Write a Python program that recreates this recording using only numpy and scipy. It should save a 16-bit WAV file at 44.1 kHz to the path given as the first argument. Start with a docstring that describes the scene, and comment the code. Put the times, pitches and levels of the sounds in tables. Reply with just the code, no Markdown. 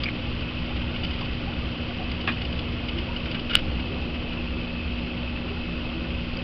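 """An aquarium in a quiet room

The air pump hums at mains pitch and a slightly slower motor beats against it. Fine bubbles fizz at
the surface; larger ones plop and gurgle, each ringing as a damped oscillator, over a low rumble.
A hand-held camera moves along the tank: friction makes its shell tick, squeak and creak, something
knocks against it, and one sharp click overloads its dull little microphone."""
import sys
import numpy as np
from scipy import signal
from scipy.fft import rfft, irfft
from scipy.io import wavfile

SR = 44100
rng = np.random.default_rng(int(sys.argv[2]) if len(sys.argv) > 2 else 0)


def dump(signal):
    """Clip the signal to [-1, 1] and save it as 16-bit WAV at the path in sys.argv[1]."""
    limited = np.clip(np.atleast_2d(signal).T, -1, 1)
    pcm = np.round(limited * 32767).astype(np.int16)
    wavfile.write(sys.argv[1], SR, pcm)


N = 283563
TIME = np.arange(N) / SR

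MAINS_HZ, MOTOR_HZ, WHINE_HZ = 59.98, 57.55, 4513
# The air pump, driven by the mains. Each row: harmonic number, rms dB at the tank's left, at its right.
PUMP_HARMONICS = [(1, -40.5, -39.5), (2, -40, -51), (3, -47, -47), (4, -38, -37), (5, -48.5, -54),
                  (9, -53, -53)]
# The induction motor, slipping behind the mains. Each row: harmonic number, rms dB at left, at right.
MOTOR_HARMONICS = [(1, -45.5, -41.5), (3, -47.5, -42), (4, -55.5, -53.5), (20, -61.5, -60.5),
                   (23, -59.5, -63)]
# A faint whine. Each row: harmonic number, rms dB at left, at right.
WHINE_HARMONICS = [(1, -73.5, -65.5)]

# The colour of the bursting bubbles. Each row: frequency in Hz, relative gain in dB.
FIZZ_SPECTRUM = [(400, -21.5), (700, -15), (1150, -8), (1750, -9.5), (2100, -5), (2400, -5.5), (2720, -3.5),
                 (3130, -2.5), (3480, -6), (3750, -10), (4400, -12.5), (5000, -14), (6000, -20.5)]
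# The tank's hollows. Each row: frequency in Hz, bandwidth in Hz, gain in dB at left, at right.
TANK_MODES = [(1450, 60, -2, -1), (2598, 90, 7, 11), (2825, 55, 1, 2), (3010, 130, 0, -6),
              (4120, 140, -8, -3), (4720, 110, -2, -2)]
# The clearest large bubbles. Each row: start in seconds, initial pitch in Hz, gain in dB.
LARGE_BUBBLES = [(1.212, 996, -30.5), (1.472, 816, -28), (1.988, 722, -30), (2.95, 330, -28),
                 (3.085, 926, -29), (3.9, 404, -30), (5.5, 390, -30), (5.94, 316, -27.5)]
# Fainter ones come at random, deeper towards the right end of the tank.
PLOPS_PER_S, PLOP_DB, PLOP_LEFT_HZ, PLOP_RIGHT_HZ = 2.5, -34, 749, 330

# The camera's shell. Each row: frequency in Hz, bandwidth in Hz, relative gain in dB.
SHELL_MODES = [(1444, 360, -6), (2430, 790, -1), (2875, 305, 6.5), (3220, 450, -6.5), (4706, 370, -7)]
# Its clearest ticks. Each row: start in seconds, peak in dB, decay in seconds.
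SHELL_TICKS = [(0.0326, -18.5, 0.0034), (0.760, -25.5, 0.0044), (0.957, -23, 0.0051), (1.031, -23, 0.0038),
               (1.045, -21.5, 0.003), (1.104, -25, .0056), (1.206, -25.5, .004), (2.112, -25.5, 0.0033),
               (2.207, -26, .0036), (2.411, -23, .0045), (2.587, -22, .0046), (2.881, -23, .0049),
               (2.980, -21, 0.0044), (3.159, -20.5, 0.0044), (3.310, -24, .0042), (3.340, -22, 0.0078),
               (3.391, -24, .0034), (6.366, -25, .003)]
# Shifts of the grip. Each row: start and end in seconds, crackle peak in dB, typical decay in seconds.
GRIP_SHIFTS = [(0.749, 1.36, -28.5, 0.0048), (2.298, 2.6, -26, 0.0041), (3.153, 3.3, -25, 0.0054),
               (3.7, 3.8, -25, 0.0065), (4.27, 4.38, -27, .007)]
# Squeaks of the grip. Each row: start in seconds, peak in dB, decay in seconds.
GRIP_SQUEAKS = [(0.055, -19, 0.022), (0.0857, -20, 0.003)]
# The resonances of a squeak. 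Each row: frequency in Hz, bandwidth in Hz, relative gain in dB.
SQUEAK_MODES = [(2260, 370, 6), (2430, 340, -1), (1930, 450, -14)]
# Dull knocks, the loudest with a bounce. Each row: start in seconds, peak in dB, decay in seconds.
DULL_KNOCKS = [(0.0344, -21.5, .002), (2.2742, -11, 0.0037), (2.282, -14.5, 0.018), (5.3718, -27, .001)]
# The resonances of a knock. Each row: frequency in Hz, bandwidth in Hz, relative gain in dB.
KNOCK_MODES = [(248, 110, 6), (720, 280, 0), (1130, 230, 4.5), (1700, 450, 4.5), (2503, 250, 8),
               (3180, 600, -1), (3820, 240, -25)]
# The sharp click. Each row: frequency in Hz, amplitude in dB.
CLICK_PARTIALS = [(1530, -10.5), (2920, -2), (3650, -10.5), (4700, -20.5)]

# The colour of the room and the churning water. Each row: frequency in Hz, relative gain in dB.
RUMBLE_SPECTRUM = [(4, -25), (18, 8), (33, 4), (44, -5.5), (64, 8.5), (78, 11), (92, 3), (128, -2),
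                   (170, 1), (215, -5), (325, -1.5), (410, -11), (510, -8), (800, -17), (2000, -39)]
# The rumble, highest as the camera swings across. Each row: time in seconds, rms level in dB.
RUMBLE_ENVELOPE = [(0, -32), (2.7, -31.6), (3.9, -30), (4.7, -32.5), (6.43, -32)]
# The microphone's path along the tank. Each row: time in seconds, place from 0 (left) to 1 (right).
MIC_PATH = [(0, 0), (2.2, .1), (3.3, 0.17), (4.4, 0.96), (6.43, 0.51)]


def hum(hz, harmonics):
    """Standing waves: each harmonic of a steady drive has a level that depends on place in the room."""
    total = np.zeros(N)
    for order, left_db, right_db in harmonics:
        turns = order * hz * TIME + rng.random()
        total += np.sqrt(2) * along_tank(left_db, right_db) * np.sin(2 * np.pi * turns)
    return total


def fizz(wash_db):
    """Cavity resonance: the tank's hollows colour small bubbles and the wash of their echoes; rms 1."""
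    grains = bubbling(low_hz=585, high_hz=5664, per_s=5000, size_db=2, q=11.6)
    hiss = colour(grains + from_db(wash_db) * rng.standard_normal(N), FIZZ_SPECTRUM)
    hollows = sum(along_tank(left_db, right_db) * resonate(hiss, hz, width)
                  for hz, width, left_db, right_db in TANK_MODES)
    return unit_rms(hiss + hollows)


def plops(decay_cycles, rise_per_s, swell_s, wobble, pitch_spread):
    """Bubble resonance: a large bubble rings, wobbles in shape and rises in pitch near the surface."""
    out, t, shapes = np.zeros(N), TIME[:SR // 5], drift(55)
    faint = []
    for s, chance in loose_run(0, TIME[-1], PLOPS_PER_S):
        typical_hz = PLOP_LEFT_HZ * (PLOP_RIGHT_HZ / PLOP_LEFT_HZ) ** place(s)
        faint.append((s, typical_hz * np.exp(pitch_spread * chance), PLOP_DB))
    for s, hz, db in LARGE_BUBBLES + faint:
        shape = np.roll(shapes, -int(s * SR))[:len(t)]
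        turns = np.cumsum(hz * (1 + rise_per_s * t + wobble * shape)) / SR
        envelope = (1 - np.exp(-t / swell_s)) * np.exp(-t * hz / decay_cycles)
        add(out, s, from_db(db) * envelope * np.sin(2 * np.pi * turns))
    return out


def bubbling(low_hz, high_hz, per_s, size_db, q):
    """A Poisson process: bubbles of random size burst and ring with quality factor q; rms 1."""
    sizes = from_db(size_db * np.minimum(rng.exponential(1, N), 4)) * rng.choice([-1, 1], N)
    bursts = sizes * (rng.random(N) < per_s / SR)
    pitches = np.geomspace(low_hz, high_hz, 20)
    pitch_index = rng.integers(0, len(pitches), N)
    return unit_rms(sum(resonate(bursts * (pitch_index == k) + 1e-18, hz, hz / q) / np.sqrt(hz)
                        for k, hz in enumerate(pitches)))


def click(start_s, length_s, tail_db):
    """Impulsive excitation: plastic snaps beside the microphone, then the shell rings faintly."""
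    out, t = np.zeros(N), TIME[:int(length_s * SR)]
    partials = sum(from_db(db) * np.sin(2 * np.pi * hz * t) for hz, db in CLICK_PARTIALS)
    add(out, start_s, signal.windows.tukey(len(t), .25) * partials)
    add(out, start_s + length_s, from_db(tail_db) * contact(SHELL_MODES, decay_s=.005, rise_s=.0003))
    return out


def handling():
    """Structure-borne sound: the shell carries squeaks, knocks, ticks and creaks to the microphone."""
    out = np.zeros(N)
    for s, db, decay_s in GRIP_SQUEAKS:
        add(out, s, from_db(db) * contact(SQUEAK_MODES, decay_s, rise_s=.00034))
    for s, db, decay_s in DULL_KNOCKS:
        add(out, s, from_db(db) * contact(KNOCK_MODES, decay_s, rise_s=.00033))
    for s, db, decay_s in SHELL_TICKS + creak() + crackles():
        add(out, s, from_db(db) * tick(decay_s))
    return out


def tick(decay_s, even_decay_s=.0047):
    """Duration and bandwidth are reciprocal: the shorter a slip of the shell, the brighter; peak 1."""
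    halvings = np.log2(even_decay_s / decay_s)
    tilt = np.clip(13.5 * halvings, -10, 10)
    return contact(SHELL_MODES, decay_s, rise_s=decay_s, db_per_octave=tilt, softness=2.3)


def creak(start_s=3.482, peak_db=-17.5, fade_db=8.5, per_s=55, decay_s=.00624):
    """Stick-slip friction: strained plastic yields in a run of ticks that swells, holds and fades."""
    corners = start_s + np.cumsum([0, .02, .04, .05])   # attack, hold and release in seconds
    return [(s, peak_db - fade_db * np.interp(s, corners, [1, 0, 0, 1]), decay_s)
            for s, _ in loose_run(start_s, corners[-1], per_s)]


def crackles(per_s=10, length_spread=.39):
    """Intermittent friction: a shifting grip sets off faint ticks of varying length."""
    return [(s, db, decay_s * np.exp(length_spread * chance))
            for start, end, db, decay_s in GRIP_SHIFTS for s, chance in loose_run(start, end, per_s)]


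def contact(modes, decay_s, rise_s, db_per_octave=0, softness=1):
    """Modal superposition: a burst of tiny slips rings a body's steep-sided modes; peak 1."""
    t = TIME[:SR // 8]
    slips = rng.standard_normal(len(t)) * np.exp(-t / decay_s) * (1 - np.exp(-t / rise_s)) ** softness
    body, first_hz = 0, modes[0][0]
    for hz, width, db in modes:
        ringing = resonate(resonate(slips, hz, width), hz, width)
        body = body + from_db(db + db_per_octave * np.log2(hz / first_hz)) * ringing
    return body / np.abs(body).max()


def rumble():
    """Random pressure fluctuations: the room and the churning water make a low, broad noise."""
    level_db = np.interp(TIME, *np.transpose(RUMBLE_ENVELOPE))
    return from_db(level_db) * unit_rms(colour(rng.standard_normal(N), RUMBLE_SPECTRUM))


def place(s):
    """Piecewise uniform motion: the microphone's place at time s, from 0 (left) to 1 (right)."""
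    return np.interp(s, *np.transpose(MIC_PATH))


def along_tank(left_db, right_db):
    """An uneven sound field: the gain follows the microphone between the ends of the tank."""
    return from_db(left_db + (right_db - left_db) * place(TIME))


def loose_run(start, end, per_s, count=48):
    """Jittered timing. Each row: time in seconds, a standard normal deviate."""
    times = start + (np.arange(count) + rng.random(count)) / per_s
    return np.column_stack([times, rng.standard_normal(count)])[times < end]


def drift(corner_hz):
    """Low-pass noise: a slow random fluctuation; rms 1."""
    rolloff = 1 + (np.fft.rfftfreq(N, 1 / SR) / corner_hz) ** 2
    return unit_rms(irfft(rfft(rng.standard_normal(N)) / rolloff, N))


def colour(x, spectrum):
    """Spectral shaping by a curve through points of frequency in Hz and gain in dB."""
    hz, db = np.transpose(spectrum)
    gain_db = np.interp(np.log(np.fft.rfftfreq(N, 1 / SR) + 1), np.log(hz), db)
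    return irfft(rfft(x) * from_db(gain_db), N)


def resonate(x, hz, width):
    """A damped oscillator driven by x, with its bandwidth in Hz and a gain of 1 at resonance."""
    r = np.exp(-np.pi * width / SR)
    feedback = [1, -2 * r * np.cos(2 * np.pi * hz / SR), r * r]
    return signal.lfilter(np.array([1, 0, -1]) * (1 - r * r) / 2, feedback, x)


def add(out, s, sound):
    """Superpose a short sound at time s."""
    start = int(s * SR)
    out[start:start + len(sound)] += sound[:N - start]


def from_db(db):
    """Decibels to amplitude ratio."""
    return 10 ** (np.asarray(db) / 20)


def unit_rms(x):
    """Normalise to an rms of 1."""
    return x / np.sqrt(np.mean(x ** 2) + 1e-20)


def scene():
    """Linear superposition: motors, water and handling noises add at one microphone."""
    # The motor runs a few Hz behind the pump, so the two beat slowly.
    motors = hum(MAINS_HZ, PUMP_HARMONICS) + hum(MOTOR_HZ, MOTOR_HARMONICS)
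    whine = hum(WHINE_HZ, WHINE_HARMONICS)
    room = rumble()
    surface = along_tank(left_db=-37, right_db=-38.5) * fizz(wash_db=2)
    # Middle-sized bubbles are fewer and ring longer than the fizz.
    gurgle = from_db(-49) * bubbling(low_hz=286, high_hz=1203, per_s=110, size_db=-1, q=37)
    bubbles = plops(decay_cycles=14.2, rise_per_s=.67, swell_s=.006, wobble=.05, pitch_spread=.12)
    snap = click(start_s=3.5526, length_s=.0023, tail_db=-16)
    return (motors + whine + surface + gurgle + bubbles + snap + handling() + room)[None]


def record(dry, treble_hz=5250, overload=.71):
    """Band limiting and saturation: a small microphone loses the treble and flattens strong peaks."""
    dull = signal.sosfilt(signal.butter(12, treble_hz, fs=SR, output="sos"), dry)
    dull = signal.sosfilt(signal.ellip(10, .1, 80, 6050, fs=SR, output="sos"), dull)
    flattened = np.clip(dull, -overload, overload)
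    # The overtones of the overload end at 16.4 kHz.
    return signal.sosfiltfilt(signal.ellip(10, .05, 60, 16400, fs=SR, output="sos"), flattened)


dry = scene()
out = record(dry)
dump(out)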